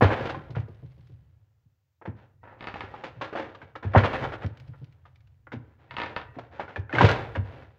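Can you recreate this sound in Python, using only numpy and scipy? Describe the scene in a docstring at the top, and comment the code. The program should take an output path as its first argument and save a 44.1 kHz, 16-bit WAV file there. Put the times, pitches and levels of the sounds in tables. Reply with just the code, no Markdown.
"""A lever-worked ring stretcher on a wooden bench, close by, in a small workshop with a low hum.
The lever drops and rocks on its rest: loose steel rattles, the cast frame rings, the bench thuds.
Fingers work the ring. At 2.4 s the lever is pulled: its pivot creaks and the split mandrel
sticks and slips as it spreads. At 4 s the lever falls back with a clunk. The ring is handled
again, a second pull follows at 5.9 s, and the last drop comes at 7 s."""
import sys
import numpy as np
from scipy import signal
from scipy.fft import rfft, irfft
from scipy.io import wavfile

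SR = 44100
rng = np.random.default_rng(int(sys.argv[2]) if len(sys.argv) > 2 else 0)


def output_pcm(signal):
    """Save a mono or channel-first signal as 16-bit PCM at the path in sys.argv[1].

    Samples are clipped to [-1, 1] before scaling.
    """
    pcm = np.clip(np.atleast_2d(signal).T, -1, 1) * 32767
    wavfile.write(sys.argv[1], SR, np.round(pcm).astype(np.int16))


N = 343098
TIME = np.arange(N) / SR

# steel-on-steel blows: t/s, level/dB, f/Hz, rattle/dB, rattle t60/s, edge/dB
KNOCKS = [(0.0096, -12.5, 734, -20.5, 0.26, -9.5), (0.023, -6, 511, -20, 0.2, 1),
          (0.103, -25, 790, -27.5, 0.25, -14.5), (0.255, -23.5, 477, -32.5, 0.13, 5.5),
          (0.292, -29, 930, -29.5, 0.089, 6), (0.346, -27.5, 1042, -39, 0.092, -1),
          (0.504, -38, 374, -56, 0.065, 19), (0.552, -33, 1416, -38.5, 0.18, 0.5),
          (2.0143, -43, 862, -48.5, .09, -14.5), (2.053, -39.5, 610, -40.5, 0.15, -6),
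          (2.432, -44, 950, -49, .3, -10), (2.475, -41, 936, -51, 0.7, -10),
          (2.526, -44, 880, -57.5, 0.078, -2), (2.758, -26.5, 820, -45.5, 0.34, 6),
          (2.838, -33, 380, -47, .06, 6), (2.94, -29.5, 846, -46, 0.36, -1),
          (3.037, -29.5, 840, -34.5, 0.2, 4.5), (3.212, -26, 1086, -31, 0.25, 3.5),
          (3.327, -29, 425, -36.5, 0.082, -3.5), (3.3523, -23.5, 683, -33, 0.27, -3),
          (3.548, -39.5, 1185, -47.5, 0.04, 9), (3.6168, -37.5, 1540, -43, .1, -1.5),
          (3.754, -33.5, 1290, -38.5, 0.086, 0.5), (3.826, -39, 1010, -39, 0.27, -2),
          (3.9345, -42, 1670, -29, 0.069, -6), (3.9496, -6, 766, -22.5, 0.09, -22),
          (3.956, -17.5, 660, -16, .11, -12.5), (3.961, -9.5, 920, -22, .05, -9),
          (3.974, -17.5, 1330, -20, 0.14, 1), (4.036, -23, 1770, -29, 0.06, -9),
          (4.736, -48.5, 1385, -53.5, 0.094, -14.5), (5.054, -45.5, 1223, -55.5, 0.099, 4),
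          (5.4698, -40, 1410, -51, 0.048, -15.5), (5.519, -33.5, 1486, -37.5, .13, 1.5),
          (6.386, -29, 690, -42.5, 0.087, 4.5), (6.5961, -22, 813, -33, 0.19, -2.5),
          (6.68, -36.5, 1470, -44.5, 0.38, 0), (6.76, -25, 1728, -35.5, 0.083, 2),
          (6.895, -32.5, 1505, -41.5, .3, -5), (6.928, -23, 1776, -32.5, 0.39, 2.5),
          (6.951, -21.5, 2107, -27.5, 0.23, -1), (6.9845, -9.5, 1560, -22.5, 0.31, 3),
          (7.009, -4.5, 961, -15, 0.16, 1.5), (7.044, -10, 475, -18.5, 0.13, 7.5),
          (7.088, -15.5, 1425, -23.5, 0.29, 5), (7.352, -31, 1800, -29, 0.078, -3)]


def knocks(blow_t60_s=0.05, blow_db=-2, crack_t60_s=0.018, crack_db=-9, contact_s=0.0017):
    """Each blow rings the struck part briefly; its crack and the shaken loose parts ring the frame."""
    blows, contacts = np.zeros((2, N))
    t = TIME[:SR // 2]
    for s, db, hz, rattle_db, rattle_t60_s, edge_db in KNOCKS:
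        part = sum(undb(partial_db) * np.sin(2 * np.pi * hz * ratio * t)
                   for ratio, partial_db in [(1, 1), (0.82, -11.5), (1.4, -8)])
        add(blows, s, undb(db + blow_db) * band(part * fade(t, blow_t60_s), 2 * hz, "low"))
        crack = undb(db + crack_db) * rng.standard_normal(len(t)) * fade(t, crack_t60_s)
        rattle = undb(rattle_db) * grains(len(t), per_s=2200, spread_db=-4.5)
        rattle *= fade(np.maximum(t - 0.008, 0), rattle_t60_s)
        onset = 1 - np.exp(-t / contact_s)  # greased faces meet gradually
        add(contacts, s, steel((crack + rattle) * onset, body_db=-1, edge_db=edge_db))
    return blows + frame(contacts)


# steel contact spectrum: f/Hz, level/dB
STEEL_SPECTRUM = [(60, -31), (150, -3.5), (300, 1.5), (550, 3), (950, 2), (1150, -2), (1700, -1.5),
                  (2500, -9.5), (3700, -17.5), (5000, -27.5), (7100, -39.5), (8800, -53.5), (9800, -65.5),
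                  (15000, -72.5)]


def steel(x, body_db, edge_db):
    """Steel colour: heavy contacts have more body, sharp ones more edge."""
    hz, db = np.transpose(STEEL_SPECTRUM)
    corners_hz = [450, 900, 1900, 3800, 7000, 10000]
    tilt_db = np.interp(np.log(hz), np.log(corners_hz), [body_db, 0, 0, edge_db, edge_db, 0])
    return colour(x, np.column_stack([hz, db + tilt_db]))


# cast frame and lever modes: f/Hz, t60/s, level/dB
FRAME_MODES = [(203.6, 0.66, -3.5), (236, 0.75, -5), (312.9, 0.45, 1), (461, 0.96, 0.5), (530, 0.067, -3.5),
               (657, 0.32, -14.5), (772, 0.37, 2), (815, 0.18, -6), (969, 0.45, -0.5), (1213, 0.54, -8),
               (1378, .22, -1), (1444, 0.073, -11.5), (1535, 0.4, -4.5), (1660, 0.4, -8.5),
               (1700, 0.18, -10), (1810, .25, -8), (1960, 0.25, -5), (2290, 0.78, -8), (2270, 0.14, -5),
               (2584, 0.14, -3.5), (2670, 0.21, -4.5), (2790, .25, -5), (2960, 0.069, -9),
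               (3190, 0.057, -6.5), (3490, 0.067, -4)]


def frame(force, gain_db=-1, ring_db=1):
    """Contacts sound directly and ring the cast frame."""
    return undb(gain_db) * (force + undb(ring_db) * resonate(force, FRAME_MODES))


# stick-slip runs: t/s, slip count, level/dB
SLIP_RUNS = [(2.608, 3, -35), (2.671, 1, -25.5), (2.685, 1, -30.5), (2.741, 1, -29.5), (2.807, 1, -26),
             (5.9091, 1, -31.5), (5.941, 1, -37.5), (5.9669, 5, -23.5), (6.061, 1, -27.5), (6.096, 1, -40),
             (6.1634, 1, -20.5), (6.215, 1, -36.5)]
# mandrel modes: f/Hz, t60/s, level/dB
MANDREL_MODES = [(947, 0.068, -9.5), (1256, 0.04, -5), (1780, 0.13, -10), (2157, 0.019, -0.5),
                 (2574, 0.037, -12.5), (2865, 0.032, -9.5), (3605, 0.072, -22), (4500, 0.032, -15),
                 (5040, 0.15, -30), (6700, .02, -64)]


def mandrel_slips(period_s=0.0169, snap_t60_s=0.0052, shake_t60_s=0.22, echo_s=0.0092,
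                  ring_db=-4, snap_db=2, shake_db=-12, echo_db=-8):
    """Each slip snaps and rings the mandrel; the shock returns duller from the base and shakes it."""
    rings, snaps, shakes = np.zeros((3, N))
    t = TIME[:SR // 3]
    onset = np.minimum(t / 0.001, 1)
    for start_s, count, db in SLIP_RUNS:
        for slip in range(round(count)):
            s = start_s + slip * period_s
            ring = np.zeros(len(t))
            for k, (hz, t60_s, mode_db) in enumerate(MANDREL_MODES):
                gain = (-1) ** k * undb(db + mode_db + 2 * rng.standard_normal())
                ring += gain * np.sin(2 * np.pi * hz * t) * fade(t, t60_s)
            add(rings, s, undb(ring_db) * ring * onset)
            add(rings, s + echo_s, undb(echo_db) * band(ring, 1500, "low"))
            add(snaps, s, undb(db + snap_db) * rng.standard_normal(len(t)) * fade(t, snap_t60_s))
            add(shakes, s, undb(db + shake_db) * rng.standard_normal(len(t)) * fade(t, shake_t60_s))
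    snaps = colour(snaps, [(200, 12), (900, -4), (2400, 0.5), (3800, 0), (5200, -18.5),
                           (7000, -22), (9500, -39), (15000, -61)])
    shakes = steel(shakes, body_db=-4.5, edge_db=5)
    return band(rings + snaps + shakes, 4300, "low")  # grease takes off the top


# lever pulls: t/s, length/s, level/dB
PULLS = [(2.41, 0.11, -76), (2.61, 0.3, -63), (3.08, 0.2, -70), (5.89, 0.45, -64)]
# loaded lever modes: f/Hz, t60/s, level/dB
LEVER_MODES = [(360.7, .08, 0.5), (856, .14, 1), (955, 0.28, 5), (1418, 0.12, -12), (1899, 0.2, 16),
               (2060, 0.15, -7), (2630, 0.23, 13), (3210, 0.18, -29)]
PULL_ATTACK_S = 0.01


def pivot_creak(top_hz=4000, release_t60_s=0.4):
    """Pivot friction keeps the lever singing while it is loaded."""
    friction = grains(N, per_s=1000, spread_db=1)
    singing = unit(band(resonate(friction, LEVER_MODES), top_hz, "low"))
    return singing * held(PULLS, PULL_ATTACK_S, release_t60_s)


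# lever drops: t/s, first rock level/dB, loss per rock/dB, shake length/s
DROPS = [(0.035, -26, 14, 0.22), (3.96, -21.5, 4, .27), (7.014, -28, 18, 0.18)]


def lever_rocking(period_s=0.095, width_s=0.013, rocks=5):
    """The dropped lever rocks, weaker each time; loose parts clatter at each turn."""
    out, t = np.zeros(N), TIME[:SR // 4]
    swell = np.exp(-0.5 * ((t - t.mean()) / width_s) ** 2)
    for s, db, loss_db, _ in DROPS:
        for k in range(rocks):
            clatter = steel(grains(len(t), per_s=1500, spread_db=1) * swell, body_db=0, edge_db=-1)
            add(out, s + (k + 1) * period_s - t.mean(), undb(db - k * loss_db) * clatter)
    return out


def shaken(db, t60_s, attack_s=0.039):
    """Envelope of the shaking after each drop."""
    return held([(s, length_s, db) for s, _, _, length_s in DROPS], attack_s, t60_s)


# lever swings, then a faint, soft rush of noise after the last drop: t/s, length/s, level/dB
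SLIDES = [(2.15, 0.082, -57), (2.58, 0.42, -49), (3.0, 0.64, -56.5), (3.355, 0.047, -31.5),
          (3.66, 0.032, -61), (3.9, 0.025, -47.5), (5.58, 0.16, -68), (5.78, .09, -60), (5.97, 0.16, -46),
          (6.33, 0.12, -53.5), (6.51, .12, -47.5), (6.92, 0.043, -32.5), (7.44, 0.19, -50.5)]


def scrape(gain_db=-2):
    """Steel slides on steel in small catches; after a drop, loose parts shiver and creep to rest."""
    sliding = held(SLIDES, attack_s=0.022, t60_s=0.26)
    shiver = shaken(db=-34.5, t60_s=0.5)
    creep = shaken(db=-55.5, t60_s=2.8)
    catches = grains(N, per_s=1200, spread_db=-0.5) * (sliding + shiver + creep)
    return undb(gain_db) * steel(catches, body_db=3, edge_db=1.5)


# blows reaching the bench: t/s, level/dB, f/Hz, rise/s, relative slap/dB
THUDS = [(0.02, -10, 95.6, 0.022, -4.5), (0.203, -33, 99, 0.024, -1), (0.359, -39, 140, 0.025, 1.5),
         (0.495, -36.5, 116.5, 0.022, -4), (0.565, -20.5, 105.2, 0.019, -14.5),
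         (0.682, -40, 107.2, .016, -2.5), (0.826, -34, 121.4, 0.016, -14.5),
         (0.977, -44, 121.6, 0.026, -14), (1.095, -44.5, 116.5, .031, -11.5), (1.217, -52, 120.4, .02, -18),
         (1.657, -53, 105.5, 0.011, -28), (2.075, -31, 102.7, 0.018, -4.5),
         (2.079, -34.5, 190, 0.0095, -18), (2.823, -41, 102, 0.023, -28), (3.161, -40, 115.6, .026, -28),
         (3.626, -44.5, 123, 0.014, -8), (3.846, -23.5, 95.2, .027, -12.5), (3.96, -9, 98.7, 0.019, -8.5),
         (4.444, -22, 98.6, 0.014, -12.5), (4.681, -36, 117.5, 0.019, -23.5),
         (4.814, -33.5, 118.5, .016, -19), (5.531, -34.5, 115.3, .031, -16.5),
         (5.535, -31, 214, 0.01, -11.5), (6.364, -44, 114.5, 0.028, 6.5), (6.774, -27.5, 93.8, .022, -10),
         (6.935, -25, 116.4, 0.076, -4), (7.022, -9, 104, 0.024, -6), (7.369, -22, 94, 0.027, -12)]


def bench_thuds(glide=0.25, glide_s=0.014, slap_t60_s=0.16, rebound_s=0.06, rebound_db=-14):
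    """The bench top booms and rebounds once; faster bending waves arrive first as a woody slap."""
    out, t = np.zeros(N), TIME[:SR // 2]
    wood = [(30, -31.5), (80, -10), (230, -4), (420, -7), (700, -18), (2000, -45), (8000, -76.5)]
    for s, db, hz, rise_s, slap_db in THUDS:
        pitch_hz = hz * (1 + glide * np.exp(-t / glide_s))
        phase = 2 * np.pi * np.cumsum(pitch_hz) / SR
        boom = np.sin(phase)
        for ratio, partial_db in [(0.75, -9.5), (1.3, -10), (2.3, -21.5)]:
            boom += undb(partial_db) * np.sin(ratio * phase + 2 * np.pi * rng.random())
        swell = t / rise_s * np.exp(0.5 - 0.5 * (t / rise_s) ** 2)
        slap = colour(rng.standard_normal(len(t)) * fade(t, slap_t60_s), wood)
        add(out, s, undb(db) * (boom * swell + undb(slap_db) * slap))
        add(out, s + rebound_s, undb(db + rebound_db) * boom * swell)
    return out


# light ticks of the ring, then the bright clatter of the last lever drop: t/s, level/dB
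TICKS = [(0.6, -51), (0.685, -61), (1.071, -60.5), (4.462, -43), (4.572, -49.5), (4.599, -47.5),
         (4.843, -55.5), (4.924, -60), (5.157, -57), (5.205, -64), (5.272, -65), (6.795, -56), (7.033, -30),
         (7.089, -27.5), (7.113, -27)]


def ticks(rise_s=0.0005, t60_s=0.035, faint_per_s=9.7, over_grip_db=15, scatter_db=3):
    """Short, bright contacts of the ring and the last lever drop; handling adds faint random ticks."""
    out, t = np.zeros(N), TIME[:SR // 8]
    faint = [(s + length_s * rng.random(), db + over_grip_db + scatter_db * rng.standard_normal())
             for s, length_s, db in GRIPS for _ in range(round(length_s * faint_per_s))]
    envelope = fade(t, t60_s) * (1 - np.exp(-t / rise_s))
    for s, db in list(TICKS) + faint:
        add(out, s, undb(db) * rng.standard_normal(len(t)) * envelope)
    return colour(out, [(200, -15), (900, 1), (2200, 6.5), (4400, -1.5), (5500, -6.5),
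                        (7500, -21), (10000, -32), (15000, -29.5)])


# fingers working the ring along the mandrel: t/s, length/s, level/dB
GRIPS = [(0.498, 0.63, -79), (4.588, 0.21, -78), (5.041, 0.33, -90.5), (7.31, 0.27, -76.5)]
GRIP_ATTACK_S = 0.014


def finger_rustle(release_t60_s=1):
    """Dry fingertips cross polished steel in tiny catches."""
    catches = grains(N, per_s=630, spread_db=3) * held(GRIPS, GRIP_ATTACK_S, release_t60_s)
    return colour(catches, [(200, 0), (1200, 0), (3000, 5.5), (5000, -4), (7500, -22),
                            (10000, -18), (15000, -33)])


# bench rumble spectrum: f/Hz, level/dB
RUMBLE_SPECTRUM = [(25, -25), (50, -7), (78, -7), (100, -1), (135, 0), (170, -20), (260, -39.5), (510, -45),
                   (1100, -56.5), (7000, -65)]


def bench_rumble(over_pull_db=12.5, over_grip_db=24.5, strain_t60_s=0.51):
    """The bench rumbles after each drop and while lever or hand strains it."""
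    drops = shaken(db=-38, t60_s=0.97)
    lever = undb(over_pull_db) * held(PULLS, PULL_ATTACK_S, strain_t60_s)
    hand = undb(over_grip_db) * held(GRIPS, GRIP_ATTACK_S, strain_t60_s)
    return colour(rng.standard_normal(N), RUMBLE_SPECTRUM) * (drops + lever + hand)


def room(x):
    """Diffuse tail of a small workshop; the mids linger longest."""
    tail, t = np.zeros(SR), TIME[:SR]
    onset = np.minimum(t / 0.015, 1)
    for hz, kind, t60_s, db in [(170, "low", 0.31, -15), ([170, 2000], "band", 0.57, -12),
                                (2000, "high", 0.15, -13)]:
        echoes = rng.standard_normal(len(t)) * fade(t, t60_s) * onset
        tail += undb(db) * band(echoes / np.linalg.norm(echoes), hz, kind)
    return x + signal.fftconvolve(x, tail)[:N]


# workshop hum spectrum: f/Hz, level/dB
HUM_SPECTRUM = [(25, -21.5), (50, -19.5), (78, -2), (100, -1.5), (135, -4), (170, -27), (260, -32.5),
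                (510, -44), (1100, -53.5), (7000, -67)]
# hum envelope: t/s, level/dB
HUM_LEVELS = [(1.25, -54.5), (1.96, -78.5), (2.08, -57.5)]


def hum(tone_hz=98, tone_db=-5, hiss_db=-87):
    """Low noise and one tone, dipping once near 2 s, over a trace of steady hiss."""
    drone = colour(rng.standard_normal(N), HUM_SPECTRUM)
    tone = undb(tone_db) * np.sin(2 * np.pi * tone_hz * TIME)
    level_db = np.interp(TIME, *np.transpose(HUM_LEVELS))
    hiss = colour(rng.standard_normal(N), [(200, 3.5), (1500, 6), (7000, 1), (9500, -11), (15000, 2)])
    return (drone + tone) * undb(level_db) + undb(hiss_db) * hiss


def undb(db):
    """Decibels to gain."""
    return 10 ** (np.asarray(db) / 20)


def unit(x):
    """Scale to rms 1."""
    return x / np.sqrt(np.mean(x ** 2))


def fade(t, t60_s):
    """Exponential decay, 60 dB in t60_s."""
    return np.exp(-np.log(1000) * t / max(t60_s, 1e-3))


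def held(rows, attack_s, t60_s):
    """Attack-hold-release envelope from rows of t/s, length/s, level/dB."""
    return sum(undb(db) * np.clip((TIME - s) / attack_s, 0, 1)
               * fade(np.maximum(TIME - s - length_s, 0), t60_s) for s, length_s, db in rows)


def add(track, s, sound):
    """Mix a sound into the track at time s."""
    i = max(int(s * SR), 0)
    track[i:i + len(sound)] += sound[:max(N - i, 0)]


def grains(count, per_s, spread_db):
    """Tiny random contacts of uneven size, rms 1."""
    hits = rng.random(count) < per_s / SR
    signs = rng.choice([-1, 1], count)
    sizes = undb(spread_db * np.minimum(rng.exponential(size=count), 4))
    return unit(hits * signs * sizes)


def band(x, hz, kind):
    """Gentle causal filter."""
    return signal.sosfilt(signal.butter(2, hz, kind, fs=SR, output="sos"), x)


def colour(x, points, size=4096):
    """Minimum-phase filter of unit power through points of f/Hz, level/dB."""
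    hz, db = np.transpose(points)
    bins_hz = np.arange(size // 2 + 1) * SR / size + 1
    gains = undb(np.interp(np.log(bins_hz), np.log(hz), db))
    cepstrum = irfft(np.log(gains))
    cepstrum[1:size // 2] *= 2
    cepstrum[size // 2 + 1:] = 0
    response = irfft(np.exp(rfft(cepstrum)))
    return signal.fftconvolve(x, response / np.linalg.norm(response))[:len(x)]


def resonate(force, modes):
    """Drive modes of f/Hz, t60/s, level/dB (gain at resonance)."""
    t = TIME[:SR // 2]
    ring = sum(undb(db) * np.cos(2 * np.pi * hz * t) * fade(t, t60_s) * 2 * np.log(1000) / (t60_s * SR)
               for hz, t60_s, db in modes)
    return signal.fftconvolve(force, ring)[:N]


def scene():
    """Tool, hand and bench in the room, over rumble and hum; mono."""
    tool = knocks() + frame(lever_rocking() + mandrel_slips() + scrape()) + pivot_creak()
    workshop = room(tool + ticks() + finger_rustle() + bench_thuds())
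    return (workshop + bench_rumble() + hum())[None]


def record(dry, low_cut_hz=45, drive=0.8, top_hz=15600):
    """The microphone drops the deepest bass, rounds the loudest peaks and cuts the top."""
    rounded = np.tanh(drive * band(dry, low_cut_hz, "high")) / drive
    return signal.sosfilt(signal.ellip(8, 0.2, 70, top_hz, fs=SR, output="sos"), rounded)


dry = scene()
out = record(dry)
output_pcm(out)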